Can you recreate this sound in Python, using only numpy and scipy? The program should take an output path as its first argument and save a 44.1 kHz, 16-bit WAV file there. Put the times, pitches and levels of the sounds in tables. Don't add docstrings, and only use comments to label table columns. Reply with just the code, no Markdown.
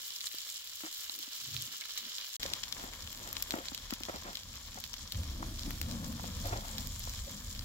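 import sys
import numpy as np
from scipy import signal
from scipy.fft import rfft, irfft, next_fast_len
from scipy.io import wavfile
from scipy.ndimage import uniform_filter1d

SR = 44100
rng = np.random.default_rng(int(sys.argv[2]) if len(sys.argv) > 2 else 0)


def log_audio(samples):
    frames = np.atleast_2d(samples).T
    limited = np.clip(frames, -1, 1)
    pcm = np.round(limited * 32767).astype(np.int16)
    wavfile.write(sys.argv[1], SR, pcm)


N = 337320
TIME = np.arange(N) / SR
FFT_SIZE = 2 * next_fast_len(N // 2 + 8192)
FREQ = np.maximum(np.arange(FFT_SIZE // 2 + 1) * SR / FFT_SIZE, 1)
SIDES = np.array([[.5], [-.5]])
FIRST_ENDS_S, SECOND_STARTS_S = 2.366, 2.397


def bubbles(per_s, spread_db, largest_db, q, scatter_db, scatter_s, hiss_db, flicker_db):
    spectrum, power = 0, 0
    t = np.arange(512) / SR
    pitches_hz = np.geomspace(1700, 13000, num=5)
    count = int(per_s * N / SR / len(pitches_hz))
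    for hz in pitches_hz:
        when, size, lag, pan = np.random.default_rng(rng.integers(2 ** 31)).random((count, 4)).T
        size_db = np.minimum(-spread_db * np.log(1 - size), largest_db)
        pulses = undb(size_db) * (-1) ** np.arange(count)
        clicks = np.zeros((2, N))
        for port, side in enumerate((1, -1)):
            at = (when * N + side * (lag - .5) * 3).astype(int) % N
            clicks[port] = np.bincount(at, pulses * undb(side * (pan - .5) * 6.0), N)
        clicks *= undb(flicker_db * wander(22))
        echoes = rng.standard_normal((2, len(t))) * np.exp(-t / scatter_s)
        echoes *= undb(scatter_db) / np.linalg.norm(echoes, axis=1, keepdims=True)
        echoes[:, 0] = 1
        mode = resonance(hz, q)
        spectrum = spectrum + rfft(clicks, FFT_SIZE) * rfft(echoes, FFT_SIZE) * mode
        power = power + abs(mode) ** 2
    white_bursts = unit(irfft(spectrum / np.sqrt(power), FFT_SIZE)[:, :N])
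    return white_bursts + undb(hiss_db) * rng.standard_normal((2, N))


def sizzle(bursts, levels, colour, frying_gain_db, spray_gain_db, pan_db, sputter_db):
    times, *columns = np.transpose(levels)
    frying_db, spray_db = (np.interp(TIME, times, column) for column in columns)
    port_gains = np.array([shape(np.array(colour)[:, [0, port]]) for port in (1, 2)])
    at_ports = filtered(bursts, port_gains)
    highs = filtered(at_ports, 1 / (1 + (6700 / FREQ) ** 20))
    lows = np.array([unit(port) for port in at_ports - highs])
    frying = undb(frying_db + frying_gain_db + pan_db * SIDES) * lows
    spray = undb(spray_db + spray_gain_db) * unit(highs)
    return (frying + spray) * undb(sputter_db * wander(45))


def thinning(sound, start_s, fade_s, below_hz, change_db):
    coarse = filtered(sound, 1 / (1 + (FREQ / below_hz) ** 10))
    progress = np.clip((TIME - start_s) / fade_s, 0, 1)
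    return sound + coarse * (undb(change_db * progress) - 1)


def spits(lesser, snap_db, snap_s, tail_db, tail_s, ring_gain_db, crack_gain_db, crack_hz, crack_q):
    # (time [s], ring level [dB], pitch [Hz], sharpness [Q], crack level [dB], left minus right [dB])
    loudest = [(0.1619, -17, 5270, 3, -24.0, 2), (0.2073, -16.5, 3800, 4, -43.0, -4),
               (0.2136, -18, 3900, 4, -32, 0), (0.2689, -17.5, 3400, 1.6, -23, 9),
               (0.2706, -16, 4060, 7.7, -31.5, -9), (0.385, -16.5, 4800, 5.8, -24, -5),
               (0.491, -22, 3860, 4.4, -30, -6), (1.0965, -13.5, 3860, 5, -34.0, -5),
               (1.1898, -18, 5600, 0.81, -22, 3), (1.5656, -12, 3670, 4, -33.0, -6),
               (1.6225, -14, 7300, 2.4, -24, 2), (1.8111, -19, 3600, 2.5, -39.0, -4),
               (1.9763, -13, 4100, 1.9, -30, -3), (1.9802, -14.5, 7200, 1.5, -25, 5),
               (2.1836, -15, 3460, 2.8, -37.5, -5), (2.4272, -21, 3700, 4, -44, 8),
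               (2.4318, -9, 3640, 3.2, -18.5, 3), (2.4626, -13.5, 3800, 2.1, -30, 3),
               (2.5361, -6, 3800, 1.2, -23, 4), (2.6339, -15.5, 3530, 2.4, -31, 7),
               (2.6375, -12.5, 3380, 2, -35.0, 3), (2.7255, -9.5, 3400, 3.4, -31.5, 6),
               (2.9359, -22, 2300, 1, -39.0, 8), (3.0749, -19.5, 3180, 1.8, -40, 7),
               (3.1291, -24, 3700, 1, -23, 9), (3.2754, -21.0, 4200, 0.7, -31, 7),
               (3.3289, -17, 7500, 1, -15, 5), (3.3678, -11.5, 4040, 2.7, -33.0, 6.5),
               (3.4244, -9.5, 6800, 0.83, -9.5, 1), (3.4271, -18.0, 4000, 1.8, -27, 10),
               (3.5079, -8.5, 3720, 2.7, -29, 3.5), (3.5218, -16.5, 4100, 1, -20, 3),
               (3.6558, -21, 3380, 1.5, -49.0, 6), (3.6845, -13.5, 4100, 4, -34, -7),
               (3.7474, -14, 3600, 4.4, -16.5, -2), (3.7775, -17.5, 3500, 2, -40.0, 8),
               (3.9076, -13.5, 4100, 0.79, -20, 4), (3.9375, -12.5, 3700, 0.47, -23, 5),
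               (4.0353, -13, 3640, 1.6, -32, 5), (4.3532, -18.5, 4200, 3, -33.5, 8),
               (4.3556, -14.0, 3380, 1.7, -27.0, 4), (4.3715, -17.5, 3670, 2.4, -31.5, 7),
               (4.8017, -25, 4400, 3, -22, 5), (4.8398, -16, 3470, 2.6, -25, -8),
               (4.9331, -18.5, 5500, 5.4, -31.0, 10), (4.94, -16, 3830, 2, -35.0, 7),
               (5.1219, -13, 4180, 1.7, -22.0, 9.5), (5.1243, -26, 4100, 3, -35.0, 7),
               (5.5942, -20, 4760, 2.6, -37.0, 8), (5.634, -18, 4000, 2, -39.5, 2),
               (5.7074, -18, 2100, 0.65, -17, 1), (5.815, -11.5, 4240, 0.75, -11, 3),
               (5.9125, -19.0, 5160, 2.8, -34, 8), (5.9223, -23, 5300, 2.2, -37.5, 9),
               (6.0454, -23.5, 5500, 2.2, -37.0, 14), (6.4711, -24, 4460, 5.1, -19, -11),
               (6.683, -21, 6740, 2.3, -29.5, 3), (6.7825, -12, 4160, 3.7, -20, -1),
               (6.872, -19.5, 6000, 1.4, -19, -7), (6.9944, -29, 4200, 1.5, -17, -4),
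               (7.0398, -21, 5000, 1.8, -28.0, 11), (7.0957, -18, 5200, 1.7, -23, -1),
               (7.593, -15.5, 4700, 5.2, -27.0, 2)]
    # (frequency [Hz], gain [dB])
    colour = [(7400, -0.5), (8700, -7.5), (11000, -1)]
    out, t = np.zeros((2, N)), np.arange(1024) / SR
    unit_onset = lambda x: x / np.linalg.norm(x[:, :64], axis=1, keepdims=True)
    for s, ring_db, hz, q, crack_db, pan_db in loudest + lesser:
        push = port_noise(-2.5, len(t)) * undb(snap_db) * np.exp(-t / snap_s)
        push += rng.standard_normal((2, len(t))) * undb(tail_db) * np.exp(-t / tail_s)
        push[:, 0] = 1
        cavity = unit_onset(ring(push, hz, q)) * undb(ring_db + ring_gain_db)
        tear = ring(ring(push, crack_hz, crack_q), crack_hz, crack_q)
        crack = unit_onset(tear) * undb(crack_db + crack_gain_db)
        add(out, s, (cavity + crack) * undb(pan_db * SIDES))
    return filtered(out, shape(colour))


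def lesser_spits(count, mean_db, scatter_db, low_hz, high_hz, q, duller_db, pan_db):
    when, size, pitch, pan = rng.random((count, 4)).T
    db = mean_db + scatter_db * (2 * size - 1)
    hz = low_hz * (high_hz / low_hz) ** pitch
    balance_db = pan_db * (2 * pan - 1)
    return list(zip(when * (N - 1) / SR, db, hz, np.full(count, q), db + duller_db, balance_db))


def grill_plate():
    # (time [s], frying level [dB], spray level [dB])
    first_levels = [(0.0, -49.5, -51), (0.47, -47.5, -50), (0.7, -51, -54.5), (1.1, -49, -50.5),
                    (1.44, -48, -54), (1.85, -48, -53), (2.2, -46.5, -54.5), (2.35, -51, -53.5)]
    second_levels = [(2.421, -49, -53), (3.13, -54, -56), (3.53, -51.5, -52.5), (3.79, -52, -57.5),
                     (4.6, -53, -57.5), (5.22, -53, -58), (5.42, -53.5, -63), (5.68, -50.5, -55.5),
                     (5.95, -53.5, -58), (6.43, -50, -55), (6.72, -50, -51), (6.94, -53, -55),
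                     (7.08, -51, -54.5), (7.65, -54.5, -56)]
    # (frequency [Hz], left gain [dB], right gain [dB])
    first_colour = [(150, -25, -25), (500, -18, -19), (900, -18, -19), (1500, -9.5, -9.5),
                    (1850, -11.5, -9.5), (2600, -7, -8.5), (3000, 0, 2), (4400, -1.5, 2.5),
                    (6400, -4.5, -5.5), (7350, 0, -7), (8500, -13, -14), (10600, -11, -8),
                    (13600, -6.5, -10), (15700, -6.5, -10)]
    second_colour = [(150, -16, -16), (500, -10, -11), (1400, -6, -9), (2000, -6, -11), (2650, -8, -11),
                     (3150, 1, -2), (4700, -1, -2.5), (6600, -4.5, -7.5), (7350, 1, -8), (8500, -17, -18),
                     (9900, -15, -12), (11700, -13.5, -7.5), (13500, -12, -12), (15700, -12, -15)]
    bursts = bubbles(per_s=4200, spread_db=3.5, largest_db=19.5, q=2.1,
                     scatter_db=-1.5, scatter_s=0.0035, hiss_db=-6.0, flicker_db=1.5)
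    first = sizzle(bursts, first_levels, first_colour,
                   frying_gain_db=3.0, spray_gain_db=5.0, pan_db=-2.0, sputter_db=1.35)
    second = sizzle(bursts, second_levels, second_colour,
                    frying_gain_db=3.5, spray_gain_db=3.0, pan_db=1.5, sputter_db=1.0)
    second = thinning(second, start_s=4.1, fade_s=0.4, below_hz=3700, change_db=-2.2)
    lesser = lesser_spits(count=110, mean_db=-25.5, scatter_db=3, low_hz=3200, high_hz=7000,
                          q=1.4, duller_db=-7, pan_db=6)
    pops = spits(lesser, snap_db=-11.5, snap_s=0.00036, tail_db=-25.5, tail_s=0.0045,
                 ring_gain_db=1.5, crack_gain_db=1.7, crack_hz=13000, crack_q=1.5)
    thin_pops = undb(1.0) * signal.sosfilt(signal.butter(2, 1900, "high", fs=SR, output="sos"), pops)
    first = from_side(first + thin_pops, lag_s=-0.00009)
    second = from_side(second + pops, lag_s=0.00012)
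    return np.where(TIME < FIRST_ENDS_S, first, second)


def steam(s, half_s, db, hz, q):
    hiss = ring(ring(port_noise(-2), hz, q), hz, q)
    return undb(db) * swell(s, half_s) * unit(hiss)


def knocks(thud_db, thud_hz, scuff_db, scuff_t60_s, contact_s):
    # (time [s], peak [dB], pitch [Hz], ring t60 [s])
    taps = [(0.343, -40.5, 470, 0.012), (0.835, -33.5, 316, 0.11), (0.872, -47, 1100, 0.01),
            (1.095, -40, 1350, 0.012), (1.275, -45, 278, 0.035), (2.453, -28.5, 530, 0.035),
            (2.837, -31, 225, 0.021), (3.538, -19.5, 332, 0.013), (3.717, -34, 258, 0.031),
            (3.924, -25, 232, 0.021), (4.006, -32.5, 300, 0.012), (4.084, -27.5, 770, 0.0069),
            (4.089, -31, 696, 0.0069), (4.095, -23, 600, 0.0053), (4.141, -32.5, 228, 0.035),
            (4.755, -38, 209, 0.055), (5.427, -23.5, 1070, 0.0075), (6.195, -29.5, 950, 0.011),
            (6.241, -30, 280, 0.0093), (7.073, -30, 1000, 0.023)]
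    out, t = np.zeros((2, N)), np.arange(8192) / SR
    for s, db, hz, t60 in taps:
        scuff = port_noise(-3, len(t)) * np.exp(-np.log(1000) * t / scuff_t60_s)
        push = np.exp(-((t - .002) / contact_s) ** 2) + undb(scuff_db) * scuff
        q = np.pi * hz * t60 / np.log(1000)
        tap = unit(ring(push, hz, q)) + undb(thud_db) * unit(ring(push, thud_hz, q=1.0))
        add(out, s, tap / abs(tap).max() * undb(db))
    return out


def rubs(grip_db):
    # (middle [s], half length [s], level [dB], noise centre [Hz], sharpness [Q])
    slides = [(0.857, 0.023, -45.5, 1200, 0.43), (1.182, 0.043, -63.5, 330, 1.8), (1.58, 0.16, -65, 260, 1),
              (2.046, 0.035, -62.5, 230, 3), (2.49, 0.071, -47.5, 760, 0.38),
              (2.847, 0.072, -49, 650, 0.71), (3.273, 0.12, -51.5, 510, 0.39),
              (3.561, 0.048, -41.5, 520, 0.75), (4.147, 0.037, -48, 650, 0.98),
              (4.283, 0.037, -44, 686, 0.6), (4.78, 0.012, -45.5, 750, 2), (6.461, 0.014, -41, 640, 2.1),
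              (6.531, 0.056, -39.5, 686, 1.23), (6.68, 0.13, -52, 850, 1.4), (7.282, 0.015, -51, 540, 7.3)]
    friction = port_noise(-12.0) * undb(grip_db * wander(130))
    return sum(undb(db) * swell(s, half_s) * unit(ring(friction, hz, q))
               for s, half_s, db, hz, q in slides)


def phone_body(touch, direct_db):
    # (frequency [Hz], width [Hz], gain [dB])
    case_modes = [(230, 102, 2.5), (304, 107, 2), (550, 73, -0.5), (693, 94, -2), (866, 210, -6.5),
                  (1145, 500, -8.5), (1334, 95, -3), (1850, 390, -3)]
    ringing = sum(undb(db) * resonance(hz, hz / width) for hz, width, db in case_modes)
    return filtered(touch, ringing + undb(direct_db) * resonance(800, q=0.35))


def tick(s, peak_db, hz, q, scuff_s):
    out, t = np.zeros((2, N)), np.arange(1024) / SR
    sound = ring(port_noise(-3, len(t)) * np.exp(-t / scuff_s), hz, q)
    add(out, s, undb(peak_db) * sound / abs(sound).max())
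    return out


def breeze(still_db, draught_db, wind_db, wind_starts_s, attack_s, eddy_db):
    # (frequency [Hz], level [dB])
    colour = [(12, -39), (21, -31), (27, -3), (35, 4.5), (48, -7.5), (65, -2), (82, -1), (110, -8.5),
              (150, -20), (260, -40.5)]
    # (middle [s], half length [s], change [dB])
    gusts = [(2.424, 0.078, 3), (4.71, 0.087, 2.5), (5.222, 0.051, 4.5), (5.48, 0.079, 1.5),
             (5.868, 0.33, 3), (6.507, 0.17, 4), (6.867, 0.042, 2), (7.11, 0.067, 4.5), (7.37, 0.057, -10),
             (7.65, 0.067, 5)]
    wind_in = np.clip((TIME - wind_starts_s) / attack_s, 0, 1)
    stage_db = np.where(TIME < SECOND_STARTS_S, still_db, draught_db + (wind_db - draught_db) * wind_in)
    gust_db = sum(db * swell(s, half_s) for s, half_s, db in gusts)
    rumble = unit(filtered(port_noise(-21.5), shape(colour))) * undb(gust_db)
    air = rumble + flutter(relative_db=-10, surge_db=7, flicker_db=2.5, climb_ratio=1.24)
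    return air * undb(stage_db + eddy_db * wander(18))


def flutter(relative_db, surge_db, flicker_db, climb_ratio):
    # (frequency [Hz], level [dB])
    colour = [(70, -15), (140, 0.5), (225, 1.5), (270, -2), (325, -14), (410, -30), (490, -10), (600, -16),
              (780, -22), (1200, -18), (3000, -46)]
    slow = unit(filtered(port_noise(-19.0), shape(colour)))
    fast = unit(filtered(port_noise(-19.0), shape([(hz * climb_ratio, db) for hz, db in colour])))
    fast_share = swell(s=5.57, half_s=0.21)
    eddies = np.sqrt(1 - fast_share) * slow + np.sqrt(fast_share) * fast
    level_db = relative_db + surge_db * swell(s=6.13, half_s=0.87) + flicker_db * wander(11)
    return from_side(eddies * undb(level_db), lag_s=0.00027) * undb(2.5 * SIDES)


def buffets(wobble_rad):
    # (middle [s], half length [s], peak [dB], pitch [Hz])
    eddies = [(5.161, 0.014, -31.5, 88), (5.204, 0.022, -36, 74), (5.29, 0.056, -38, 72),
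              (5.847, 0.03, -34.5, 76), (5.904, 0.018, -37.5, 84), (6.126, 0.056, -44.5, 235),
              (6.47, 0.029, -34, 88), (6.532, 0.046, -37.5, 105), (7.113, 0.04, -41.5, 60),
              (7.222, 0.031, -40, 64)]
    drift = wobble_rad * wander(45)
    return sum(undb(db) * swell(s, half_s) * np.sin(2 * np.pi * hz * TIME + drift)
               for s, half_s, db, hz in eddies)


def boom(s, half_s, skirt_half_s, skirt_db, waver_db):
    # (pitch [Hz], level [dB])
    low_tones = [(80, -57), (115, -51), (142, -52)]
    beating = 0
    for hz, db in low_tones:
        gain = undb(db + waver_db * wander(39.9))
        beating += gain * np.sin(2 * np.pi * hz * TIME + 1.56 * wander(25.13))
    return beating * (swell(s, half_s) + undb(skirt_db) * swell(s, skirt_half_s))


def port_noise(side_db, count=N):
    mid, side = rng.standard_normal((2, count))
    return mid + 2 * SIDES * undb(side_db) * side


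def from_side(sound, lag_s):
    return filtered(sound, np.exp(2j * np.pi * FREQ * lag_s * SIDES))


def resonance(hz, q):
    return 1 / (1 + 1j * q * (FREQ / hz - hz / FREQ))


def ring(x, hz, q):
    w = 2 * np.pi * min(hz, SR / 3) / SR
    damping = np.sin(w) / (2 * max(q, .3))
    return signal.lfilter([damping, 0, -damping], [1 + damping, -2 * np.cos(w), 1 - damping], x)


def shape(points):
    hz, db = np.transpose(points)
    return undb(np.interp(np.log(FREQ), np.log(hz), db))


def filtered(x, response):
    return irfft(rfft(x, FFT_SIZE) * response, FFT_SIZE)[..., :N]


def wander(rate_hz):
    hold = max(int(SR / rate_hz), 1)
    steps = np.repeat(rng.standard_normal(N // hold + 1), hold)
    return unit(uniform_filter1d(steps, hold)[:N])


def swell(s, half_s):
    bell, near = np.zeros(N), abs(TIME - s) < 4 * half_s
    bell[near] = np.exp(-((TIME[near] - s) / half_s) ** 2)
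    return bell


def add(out, s, sound):
    i = int(s * SR)
    out[:, i:i + sound.shape[1]] += sound[:, :N - i]


def undb(db):
    return 10 ** (np.asarray(db) / 20)


def unit(x):
    return x / np.sqrt(np.mean(x ** 2))


def scene():
    food = grill_plate() + steam(s=7.04, half_s=0.35, db=-55.0, hz=7100, q=5.4)
    touch = knocks(thud_db=-1.0, thud_hz=810, scuff_db=-3.5, scuff_t60_s=0.025, contact_s=0.00013)
    touch += rubs(grip_db=3.0)
    handling = from_side(phone_body(touch, direct_db=-15.5), lag_s=0.00031) * undb(1.0 * SIDES)
    wind = breeze(still_db=-75.5, draught_db=-54, wind_db=-45.5,
                  wind_starts_s=5.128, attack_s=0.016, eddy_db=1.53)
    wind += buffets(wobble_rad=0.69)
    contact = tick(s=1.8175, peak_db=-32.5, hz=2150, q=4.4, scuff_s=0.0086)
    throb = boom(s=1.561, half_s=0.026, skirt_half_s=0.093, skirt_db=-1.5, waver_db=2.5)
    return food + handling + contact + throb + wind


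def record(dry):
    running = (TIME < FIRST_ENDS_S) | (TIME > SECOND_STARTS_S)
    top_cut = signal.ellip(10, .2, 80, 15750, fs=SR, output="sos")
    return signal.sosfilt(top_cut, dry * running)


dry = scene()
out = record(dry)
log_audio(out)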